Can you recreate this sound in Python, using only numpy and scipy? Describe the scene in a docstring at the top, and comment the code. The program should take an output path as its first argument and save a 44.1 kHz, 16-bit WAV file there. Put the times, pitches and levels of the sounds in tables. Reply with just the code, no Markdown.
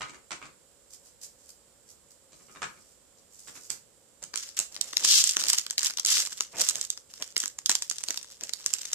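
"""Creases of a foil trading-card pack snap one by one over a fine crinkle, close to a camera.
Each snap is a pair of buckling impulses, led by a tick, that excites facet, sheet and cards; dense grains crinkle.
Knocks and slides, filtered contact noise, come first and further off; the seam rips in two quick
pulls of close slips, then peels slowly and faintly. A small room answers; two microphone ports hiss faintly."""
import sys
import numpy as np
from scipy import signal
from scipy.fft import rfft, irfft, next_fast_len
from scipy.io import wavfile
from scipy.ndimage import uniform_filter1d, map_coordinates

SR = 44100
rng = np.random.default_rng(int(sys.argv[2]) if len(sys.argv) > 2 else 0)


def materialize(psi):
    """Save the field psi as 16-bit PCM at rate SR to the path in sys.argv[1].

    A 1-D psi becomes a single channel; in a 2-D psi each row is a channel.
    """
    bounded = np.clip(np.atleast_2d(psi).T, -1, 1)
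    quanta = np.round(bounded * 32767).astype(np.int16)
    wavfile.write(sys.argv[1], SR, quanta)


N = 394254
TIME = np.arange(N) / SR


def amp(db):
    """Logarithmic level: decibels to amplitude gain."""
    return 10 ** (np.asarray(db) / 20)


def unit(x):
    """Normalization: scale to rms 1."""
    return x / np.sqrt(np.mean(x ** 2) + 1e-20)


def along(points, hz):
    """Logarithmic frequency: interpolate (Hz, value) points on a log axis."""
    f, v = np.transpose(points)
    return np.interp(np.log(hz + 1), np.log(f + 1), v)


def ports(balance_db):
    """Level difference: left and right gains of mean power 1, the left higher by the balance."""
    return unit(amp([[balance_db / 2], [-balance_db / 2]]))


def add(track, s, sound):
    """Superposition: mix a sound into a track at a time in seconds."""
    start = max(round(s * SR), 0)
    part = track[:, start:start + sound.shape[-1]]
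    part += sound[..., :part.shape[-1]]


def coloured(x, spectrum, size=2048):
    """Minimum phase: a causal filter with the given spectrum, by folding its cepstrum."""
    gain = amp(along(spectrum, np.fft.rfftfreq(size, 1 / SR)))
    cepstrum = irfft(np.log(np.maximum(gain, 1e-6)))
    cepstrum[1:size // 2] *= 2
    cepstrum[size // 2 + 1:] = 0
    response = irfft(np.exp(rfft(cepstrum)))
    return signal.fftconvolve(x, response[None], axes=1)[:, :x.shape[1]]


def band(x, lo_hz, hi_hz, order=2):
    """Band limitation: a causal Butterworth band-pass."""
    edges_hz = [lo_hz, min(hi_hz, SR / 2 - 100)]
    return signal.lfilter(*signal.butter(order, edges_hz, 'band', fs=SR), x)


def wobble(rate):
    """Slow fluctuation: a smooth random curve, rate knots a second."""
    knots = rng.standard_normal(int(N * rate / SR) + 4)
    return map_coordinates(knots, [np.arange(N) * rate / SR])


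def pair(apart):
    """Partial coherence: stereo noise whose two sides differ by a share."""
    mid, side = rng.standard_normal((2, N))
    return np.array([mid + apart * side, mid - apart * side])


def clicks(times, sizes, lag, spread_db):
    """Arrival difference: impulses reach the left port later by lag on average, each with its own lean."""
    chance = rng.standard_normal((len(times), 2))
    late = lag * (1 + chance[:, 0] / 2)
    lean = amp(spread_db * chance[:, 1])

    def place(s, gain):
        return np.bincount(np.clip(s * SR, 0, N).astype(int), gain, N + 1)[:N]
    return np.array([place(times + late, sizes * lean), place(times, sizes / lean)])


def strokes(rows, attack_s, release_s, arch_db):
    """Power addition: each hand stroke (s, length s, dB) sets in, arches or holds level and lets go."""
    power = np.zeros(N)
    for s, length, db in rows:
        span = slice(int(s * SR) + 1, int((s + length + 5 * release_s) * SR))
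        t = TIME[span] - s
        arch = (2 * np.clip(t / length, 0, 1) - 1) ** 2
        ends = (1 - np.exp(-t / attack_s)) * np.exp(-np.maximum(t - length, 0) / release_s)
        power[span] += (amp(db - max(arch_db, 0) * arch) * ends) ** 2
    return np.sqrt(power)


# Spectrum of the low room noise. Each row: frequency in Hz, relative level in dB.
HUM_SPECTRUM = [(15, -25), (25, -12), (60, 0.5), (118, -4.5), (210, -4.5), (264, -5.5), (375, -5.5),
                (567, 1), (604, -8.5), (656, -8), (876, -11.5), (1350, -13), (3500, -20.5), (4550, -103),
                (7700, -120)]
# Hiss spectrum of the left port. Each row: frequency in Hz, relative level in dB.
LEFT_HISS_SPECTRUM = [(1500, -52), (3000, -17.5), (5500, -13), (7500, -20), (9500, -19), (15000, -23)]
# Hiss spectrum of the right port. Each row: frequency in Hz, relative level in dB.
RIGHT_HISS_SPECTRUM = [(1500, -52), (3000, -14.5), (5000, -11.5), (6400, -10.5), (7400, 2), (8200, -3.5),
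                       (9500, -10.5), (12000, -18), (15000, -19)]


def background(hum_db=-65.5, left_db=-68, right_db=-59.0):
    """Stationary noise: a partly coherent low room noise and independent port hiss, the right resonant."""
    hum = amp(hum_db) * unit(coloured(pair(0.64), HUM_SPECTRUM, size=8192))
    left = amp(left_db) * unit(coloured(rng.standard_normal((1, N)), LEFT_HISS_SPECTRUM))
    right = amp(right_db) * unit(coloured(rng.standard_normal((1, N)), RIGHT_HISS_SPECTRUM))
    return hum + np.vstack([left, right])


# Things set down on the desk. Each row: start in seconds, relative peak level in dB,
# relative brightness in dB, relative ring of the desk in dB.
DESK_KNOCKS = [(.008, -30.5, -6.5, -1.5), (.085, -43.5, -3, -5), (.135, -45, -4.5, -5),
               (.307, -31.5, -3, -9), (0.416, -39.5, -11, -4), (.445, -45.5, -3.5, -4),
               (2.321, -56.5, 4.5, -6), (2.397, -58.5, -11, -2), (2.485, -52.5, -14, -1),
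               (2.55, -45, -7, 2), (2.619, -26.5, -7, -6), (2.765, -54, -15, -17.5), (3.174, -70, 13.5, -8),
               (3.473, -44, -1.5, -17), (3.553, -45, -3, -14), (3.699, -41, 4, -22), (4.221, -53, 6, 0.5)]
# Spectrum of the hollow clack. Each row: frequency in Hz, relative level in dB.
CLACK_SPECTRUM = [(200, -17), (400, -13), (650, -11), (900, -5), (1200, 0), (1600, -4), (2300, -4),
                  (3200, -10), (4300, -16), (6500, -27), (12000, -50)]
# What the desk and the things on it ring with, before a random scatter of pitch and level.
# Each row: frequency in Hz, relative level in dB, decay time t60 in seconds.
RING_MODES = [(140, -29, .2), (205, -28, .22), (285, -26, .22), (640, -21, .12), (1040, -14, .1),
              (1150, -14, .11), (1260, -12, .13), (1480, -20, .25), (2340, -14, .13), (2820, -18, .12),
              (4450, -33, .45)]


def knocks(rattle_s=0.0053, thud_s=0.03, body_db=-4, thud_db=-43, thud_growth=0.39, tick_db=-2,
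           land_s=.0095, edge_db=-2, edge_balance_db=-9, flat_balance_db=3):
    """Impact excitation: light things meet the desk edge, then land flat; clack, thud, tick and modal ring."""
    out, t = np.zeros((2, N)), np.arange(SR // 2) / SR

    def peak(x):
        return x / np.sqrt(np.max(uniform_filter1d(np.mean(x ** 2, axis=0), size=180)))
    hz, mode_db, t60 = np.transpose(RING_MODES)[:, :, None]
    edges = [(s, db + edge_db, bright, ring, edge_balance_db) for s, db, bright, ring in DESK_KNOCKS]
    flats = [(s + land_s, db, bright, ring, flat_balance_db) for s, db, bright, ring in DESK_KNOCKS]
    for s, db, bright, ring, balance_db in edges + flats:
        noise = rng.standard_normal((4, len(t)))
        strike = rng.standard_normal((2, len(hz), 1))
        contact = (noise[0] + noise[1:3]) * np.exp(-t / rattle_s)
        clack = amp(body_db) * peak(coloured(contact, CLACK_SPECTRUM))
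        thud = peak(band(noise[3:] * np.exp(-t / thud_s), 115, 446))
        board = amp(thud_db + thud_growth * db) * thud  # even a soft landing thuds
        tick = amp(bright + tick_db) * peak(band(contact, 4100, 7760, order=3))
        decay = amp(mode_db + 2 * strike[0] - 60 * t / t60)
        modes = decay * np.sin(2 * np.pi * hz * (1 + .015 * strike[1]) * t)
        add(out, s, amp(db) * (ports(balance_db) * (clack + tick) + amp(ring) * modes.sum(0)) + board)
    return out


# Reverberation of the small room. Each row: frequency in Hz, decay time t60 in seconds.
ROOM_DECAY = [(120, 0.29), (500, 0.27), (1500, 0.28), (6000, 0.24), (14000, 0.28)]


def room(x, wall_db, tail_db, wall_s=0.01043, count=3):
    """Reverberation: a near wall answers, then a diffuse tail; a few random answers take turns."""
    out = np.zeros((2, N))
    for k in range(count):
        hz, t, z = signal.stft(rng.standard_normal((2, SR // 2)), SR, nperseg=256)
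        decay = amp(-60 * t / along(ROOM_DECAY, hz)[:, None])
        tail = signal.istft(z * decay, SR, nperseg=256)[1]
        t = np.arange(tail.shape[1]) / SR
        tail *= np.clip((t - .003) / 0.013, 0, 1)
        wall = rng.standard_normal(tail.shape) * np.exp(-((t - wall_s) / 0.0023) ** 2)
        answer = (amp(tail_db) * unit(tail) + amp(wall_db) * unit(wall)) / np.sqrt(len(t))
        here = (TIME // .11) % count == k  # 0.11 s a turn
        out += signal.fftconvolve(x * here, answer, axes=1)[:, :N]
    return out


# Packs slide over each other, further off. Each row: start in seconds, length in seconds,
# relative level in dB.
PACK_SLIDES = [(.895, 0.05, -49), (1.03, 0.061, -56.5), (1.205, 0.042, -42), (1.37, 0.14, -63),
               (1.86, .05, -54.5), (2.1, 0.02, -54), (2.33, 0.59, -63.5), (3.3, 0.23, -56),
               (3.535, 0.039, -45.5), (3.6, 0.067, -52.5), (3.692, 0.032, -37)]
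# Spectrum of the swish. Each row: frequency in Hz, relative level in dB.
SWISH_SPECTRUM = [(500, -26), (1200, -19), (2500, -16), (3800, -11), (5200, 0), (7200, 1), (9500, -8),
                  (14500, -15)]


def slides(grain_db=6.5, gain_db=0):
    """Sliding friction: smooth wrappers swish over each other, as noise of fluctuating level."""
    rub = rng.standard_normal((2, N)) * amp(grain_db * wobble(250))
    swish = unit(coloured(rub, SWISH_SPECTRUM))
    stroke = strokes(PACK_SLIDES, attack_s=0.015, release_s=0.0069, arch_db=-3.5)
    return amp(gain_db) * stroke * ports(-3.5) * swish


# The loudest creases that buckle; the first row is the tick of a sliding pack. Each row: start in seconds,
# relative level in dB, facet pitch in Hz, relative flex of the sheet in dB, left over right in dB.
LOUD_SNAPS = [(3.703, -23.5, 7660, -26, -13), (4.227, -35.5, 6600, -23, -4), (4.238, -31, 6840, -19, -5.5),
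              (4.3397, -31, 5100, -1.5, 11), (4.358, -22.5, 7600, -11, -27), (4.375, -24, 6000, -34, -3),
              (4.59, -17, 7160, -21, 0), (4.6001, -24.5, 7340, -19, -18), (4.7642, -33, 5160, -6.5, 8),
              (4.8116, -17, 5600, -34, -11), (4.932, -31, 5300, -3, 2), (4.9695, -14.5, 5800, -16.5, 2),
              (5.0483, -13.5, 7100, -12.5, -10), (5.24, -12, 6900, -25, -5.5), (5.274, -16, 6600, -36, -20),
              (5.2924, -16.5, 5340, -29, -6), (5.3104, -22.5, 7140, -27, -4), (5.3683, -15.5, 6550, -7, -2),
              (5.398, -27, 6640, -29, 3), (5.4105, -24, 6300, -30, -3), (5.4385, -20.5, 5500, -15, -6),
              (5.4843, -17.5, 6300, -32, -9), (5.5012, -16.5, 7200, -35, -6),
              (5.5318, -14.5, 7150, -20, -7.5), (5.536, -23, 6640, -9, 1),
              (5.584, -15.5, 6700, -19.5, -4.5), (5.665, -27.5, 5070, -9, -7), (5.6999, -27, 5750, -14, -2),
              (5.7083, -22.5, 6850, -15, 1), (5.7808, -16.5, 4630, -17, 3), (5.793, -21.5, 6300, -18, -9),
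              (5.831, -21, 6300, -13.5, -5), (5.848, -27, 6800, -37, -7), (5.8604, -19.5, 5700, -25, -5),
              (5.8678, -20.5, 6100, -28, -1), (5.9721, -24.5, 6240, -18, 4), (5.9854, -25, 4400, -12, -10),
              (5.997, -20.5, 5800, -17, 2), (6.0497, -16.5, 6560, -20, -4), (6.0611, -18.5, 6110, -30, -6),
              (6.1142, -24, 6850, -30, -12), (6.2723, -29, 6810, -10, -9), (6.322, -33.5, 5970, -6.5, 14),
              (6.4071, -17, 6200, -10.5, 0), (6.6096, -17, 6760, -22, 1), (6.6198, -20, 6960, -20, -18),
              (6.6878, -14.5, 7660, -22, -6), (6.6965, -19, 7300, -39, -3), (6.756, -23, 6840, -19.5, -7),
              (6.8129, -21.5, 6200, -27, -4), (6.9025, -19, 6430, -35, -1.5), (6.9754, -34, 5400, -11, -2),
              (7.2235, -23, 5030, -12.5, -6), (7.3655, -17.5, 5330, -8, -3), (7.3785, -21, 7200, -35, -12),
              (7.4027, -20.5, 6400, -27, -1.5), (7.4372, -29.5, 5660, -1, -4),
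              (7.458, -23, 6500, -13.5, -6), (7.479, -27.5, 7200, -30, -2), (7.5878, -28, 6800, -12, -2),
              (7.66, -16.5, 6160, -26, -2), (7.695, -13, 5400, -8.5, -3.5), (7.7033, -22.5, 6440, -7.5, -2),
              (7.7155, -17, 6160, -12, -2), (7.7526, -15, 6800, -17.5, -4.5), (7.8224, -22.5, 5600, -15, 0),
              (7.899, -19, 6800, -53, -26), (7.9125, -24, 6300, -11, 4), (7.9838, -28, 6150, -21, 5),
              (8.0375, -24.5, 6900, -15.5, -8), (8.0855, -24, 5430, -15.5, -1),
              (8.106, -21.5, 6200, -10, -6), (8.1432, -33.5, 5700, -7.5, 9), (8.1747, -24, 5100, -17, -6),
              (8.229, -36.5, 7580, -20, 0), (8.4099, -33.5, 5560, -12, -2), (8.4363, -27, 6500, -21, -4),
              (8.4936, -28.5, 6060, -11, 4), (8.5354, -21, 5740, -23.5, -38),
              (8.662, -16.5, 6800, -19, 1.5), (8.7375, -16, 6640, -33, -33), (8.8548, -29, 6000, -32, 3),
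              (8.9314, -18.5, 7700, -17.5, 1.5)]


def snaps(rows, flip_s=0.00068, flutter=0.34, second=0.97, second_s=0.0016,
          ring_db=-24, ring_s=0.0049, lead_db=-31, lead_s=0.0017, tick_db=-15, tick_s=0.0053,
          width=1.224, body_db=0, flex_db=-3.0, edge_db=-15, stack_db=-15, count=4):
    """Snap-through buckling: a crease ticks and flips twice; facet, sheet, edge and cards respond."""
    out, t = np.zeros((2, N)), np.arange(-SR // 100, SR // 40) / SR
    after = t >= 0

    def attack(x):  # equal energy, that of rms 1 held for 3 ms
        return x / np.sqrt(np.sum(x ** 2) / 2 / (SR * .003))
    for s, db, hz, flex, balance_db in rows:
        noise = rng.standard_normal((5, len(t)))
        ragged = flutter * (noise[0] + noise[1:3] / 2)
        flip = (t == 0) + ragged * after * np.exp(-np.abs(t) / flip_s)
        again = np.roll(flip, int(rng.uniform(.2, 1) * second_s * SR), axis=1)
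        flip = flip + second * rng.uniform(-1.32, 1) * again
        tick_gain = amp(tick_db) * rng.uniform(-1.3, 1)
        tick = np.roll(flip, -int(rng.uniform(0.19, 1) * tick_s * SR), axis=1)  # ahead of the flip
        flip = flip + tick_gain * tick
        rise = amp(lead_db) * np.exp(-np.abs(t) / lead_s)
        shiver = np.where(after, amp(ring_db) * np.exp(-np.abs(t) / ring_s), rise)
        push = flip + shiver * noise[3:]
        push[0] = np.roll(push[0], count)  # the left port is further away, by count samples
        facet = attack(band(band(push, hz / width, hz * width, order=1), 2790, 8500, order=3))
        sheet = attack(band(push, 914, 2080))
        stack = attack(band(push, 217, 566, order=2))
        sizzle = attack(band(push, 6650, 13300))
        bright = amp(body_db) * facet + amp(edge_db) * sizzle
        dull = amp(flex) * (amp(flex_db) * sheet + amp(stack_db) * stack)
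        add(out, s + t[0], amp(db) * (ports(balance_db) * bright + dull))
    return out


# The fingers squeeze the wrapper. Each row: start in seconds, length in seconds, relative level in dB.
FINGER_SQUEEZES = [(4.36, 0.13, -42), (4.565, 0.018, -29), (4.715, 0.054, -46), (4.82, 0.28, -42),
                   (4.972, 0.049, -36.5), (5.05, 0.45, -36.5), (5.365, .23, -31.5), (5.48, .028, -23.5),
                   (5.783, 0.099, -28), (6.065, 0.16, -23.5), (6.3, 0.078, -40), (6.408, 0.018, -37.5),
                   (6.515, 0.043, -43), (6.565, 0.14, -28), (6.735, 0.11, -39), (6.905, 0.054, -70),
                   (7.09, 0.22, -47.5), (7.365, 0.075, -35.5), (7.695, 0.04, -29), (7.8, 0.071, -43),
                   (7.9, 0.31, -43.5), (8.22, 0.14, -52.5), (8.405, 0.093, -44), (8.52, 0.36, -47.5),
                   (8.66, 0.81, -41)]


def strain(settle_s=0.0067, settle_db=-21):
    """Mechanical working: squeezes strain the foil, and after each loud snap the sheet settles."""
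    settling = [(s, settle_s, db + settle_db) for s, db, *_ in LOUD_SNAPS]
    return np.hypot(strokes(FINGER_SQUEEZES, attack_s=0.0047, release_s=0.029, arch_db=2.5),
                    strokes(settling, attack_s=0.00086, release_s=0.035, arch_db=3.5))


# Spectrum of the crinkling foil. Each row: frequency in Hz, relative level in dB.
FOIL_SPECTRUM = [(100, -52), (400, -31), (800, -19), (1200, -11), (2000, -8), (2400, -10), (2900, -5),
                 (3900, -6), (5200, 0), (7400, 0), (9500, -11), (14500, -16)]


def crinkle(worked, rate=700, rub=0.81, clump_db=3.0, gain_db=-3):
    """Crackling noise: countless tiny creases, rate a second, give way in clumps while foil rubs on foil."""
    count = int(rate * N / SR)
    times = rng.uniform(0, N / SR, count)
    size_db = 5 * np.minimum(rng.exponential(size=count), 3.5)
    sizes = amp(size_db) * rng.choice([-1, 1], count)
    facet_hz = np.geomspace(1500, 12000, 6)
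    grains = 0
    for k, hz in enumerate(facet_hz):  # each crease has the colour of its own facet
        group = slice(k, None, len(facet_hz))
        own = clicks(times[group], sizes[group], lag=.0001, spread_db=1.0)
        grains = grains + own / 2 + 2 * band(own, hz / 1.18, hz * 2.05, order=1)
    rustle = unit(grains) + rub * rng.standard_normal((2, N))
    clumped = unit(amp(clump_db * wobble(89)) * coloured(rustle, FOIL_SPECTRUM))
    return amp(gain_db) * worked * ports(-1.7) * clumped


# Fingers press on the stack of cards. Each row: start in seconds, length in seconds, relative level in dB.
CARD_PRESSES = [(4.22, 0.0086, -52), (4.585, .025, -49), (4.71, 0.36, -61.5), (5.0, 0.071, -48.5),
                (5.225, .02, -54.5), (5.365, 0.1, -52.5), (6.165, .06, -48.5), (6.53, 0.092, -45),
                (6.71, 0.1, -56.5), (7.195, 0.03, -52.5), (8.085, 0.021, -48), (8.415, 0.031, -51)]
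# Spectrum of the card stack. Each row: frequency in Hz, relative level in dB.
CARD_SPECTRUM = [(60, -12), (130, 0.5), (260, 1.5), (600, 8), (1300, -4.5), (2500, -1), (5000, -37)]


def handling(gain_db=-1, bump_db=3):
    """Contact noise: fingers bump and rub the stack of cards through the foil."""
    press = strokes(CARD_PRESSES, attack_s=0.0035, release_s=.015, arch_db=0)
    bumps = unit(coloured(pair(0.29) * amp(bump_db * wobble(45)), CARD_SPECTRUM))
    return amp(gain_db) * press * bumps


def small_snaps(worked, over_db=4, scatter_db=3, most_db=-28, facet_hz=6200, flex_db=-14,
                balance_db=-2, count=190):
    """Random buckling: lesser creases, louder the harder the foil is worked; rows as in LOUD_SNAPS."""
    times = rng.uniform(FINGER_SQUEEZES[0][0], TIME[-1], count)
    chance = rng.standard_normal((count, 4))
    worked_db = 20 * np.log10(np.interp(times, TIME, worked) + 1e-6)
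    db = worked_db + over_db + scatter_db * chance[:, 0]
    return np.column_stack([times, np.minimum(db, most_db), facet_hz * np.exp(0.084 * chance[:, 1]),
                            flex_db + 4 * chance[:, 2], balance_db + 7 * chance[:, 3]])


# Pulls along the seam, the last a slow peel. Each row: start in seconds, length in seconds,
# relative level in dB.
SEAM_PULLS = [(5.03, 0.032, -20), (5.06, 0.16, -18), (5.22, .1, -28.5), (6.06, 0.15, -25),
              (8.225, 0.15, -56)]
# How the tear advances. Each row: time in seconds, mean slips per second, unevenness from 0 to 1.
TEAR_PACE = [(5.03, 430, 0.2), (5.081, 1040, 0.52), (5.119, 1050, 0.64), (5.136, 570, 0.03),
             (5.171, 516, 0), (5.176, 1300, 0.4), (5.33, 500, .9), (6.05, 420, 0.65), (6.249, 420, 0.55),
             (8.219, 122, 0.2)]
# Spectrum of the tearing seam. Each row: frequency in Hz, relative level in dB.
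SEAM_SPECTRUM = [(700, -48), (1200, -24), (2300, -17), (3100, -5), (3900, -5), (4800, -1), (5700, 0),
                 (8000, -4), (9200, -14), (14500, -21)]


def rips(fray=1.0, flutter_s=0.0025, gain_db=0.5):
    """Stick-slip: the seam gives in a fast run of slips, briefly regular enough to zip."""
    s, pace, uneven = np.transpose(TEAR_PACE)
    turns = np.cumsum(np.interp(TIME, s, pace)) / SR
    times = np.interp(np.arange(1, int(turns[-1])), turns, TIME)  # one slip a turn
    chance = rng.standard_normal((len(times), 2))
    rough = np.interp(times, s, uneven)
    times = times + rough * chance[:, 0] / np.interp(times, s, pace) / 2
    sizes = amp((1.5 + 3.5 * rough) * chance[:, 1])
    slips = clicks(times, sizes, lag=.0001, spread_db=1)
    # a ragged slip leaves the film fluttering for a moment
    decay = signal.lfilter([1], [1, -np.exp(-1 / (SR * flutter_s))], slips)
    flutter = decay * rng.standard_normal((2, N))
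    frayed = fray * np.interp(TIME, s, uneven) * unit(flutter)
    sound = coloured(unit(slips) + frayed, SEAM_SPECTRUM)
    power = uniform_filter1d(np.mean(sound ** 2, axis=0), size=1400)
    sound /= np.sqrt(np.abs(power) + 1e-6)  # evens out the level before the pulls shape it
    pull = strokes(SEAM_PULLS, attack_s=0.013, release_s=0.0054, arch_db=4)
    return amp(gain_db) * pull * ports(0.5) * sound


# The right port has a resonance and is the brighter one. Each row: frequency in Hz, left over right in dB.
PORT_BALANCE = [(1000, 0.5), (2500, 0.5), (3800, 3), (5600, 4), (6600, 0.5), (7600, -7), (9500, -3.5),
                (15000, -2.5)]


def through_ports(x):
    """Transfer function: each port colours the sound in its own way, by half the balance."""
    left = coloured(x[:1], [(hz, db / 2) for hz, db in PORT_BALANCE])
    right = coloured(x[1:], [(hz, -db / 2) for hz, db in PORT_BALANCE])
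    return np.vstack([left, right])


def scene():
    """Direct-to-reverberant ratio: the wrapper, carried from the back of the desk to the camera, grows drier."""
    worked = strain()
    all_snaps = LOUD_SNAPS + list(small_snaps(worked))
    foil = snaps(all_snaps) + crinkle(worked) + rips() + handling()
    distance = amp(np.interp(TIME, [4.6, 4.8], [7, 0]))  # extra room sound, in dB
    far = knocks() + slides()
    near_room = room(foil * distance, wall_db=-18.0, tail_db=-15.5)
    far_room = room(far, wall_db=-2.5, tail_db=-1.0)
    return through_ports(foil + near_room + far + far_room) + background()


TOP_HZ = 14750  # band limit of the camera


def record(dry):
    """Saturation and band limit: the camera clips at full scale, then cuts steeply above TOP_HZ."""
    size = next_fast_len(N + SR // 2)
    hz = np.fft.rfftfreq(size, 1 / SR)
    spectrum = rfft(np.clip(dry, -1, 1), size)
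    return irfft(spectrum / np.sqrt(1 + (hz / TOP_HZ) ** 120), size)[:, :N]


dry = scene()
out = record(dry)
materialize(out)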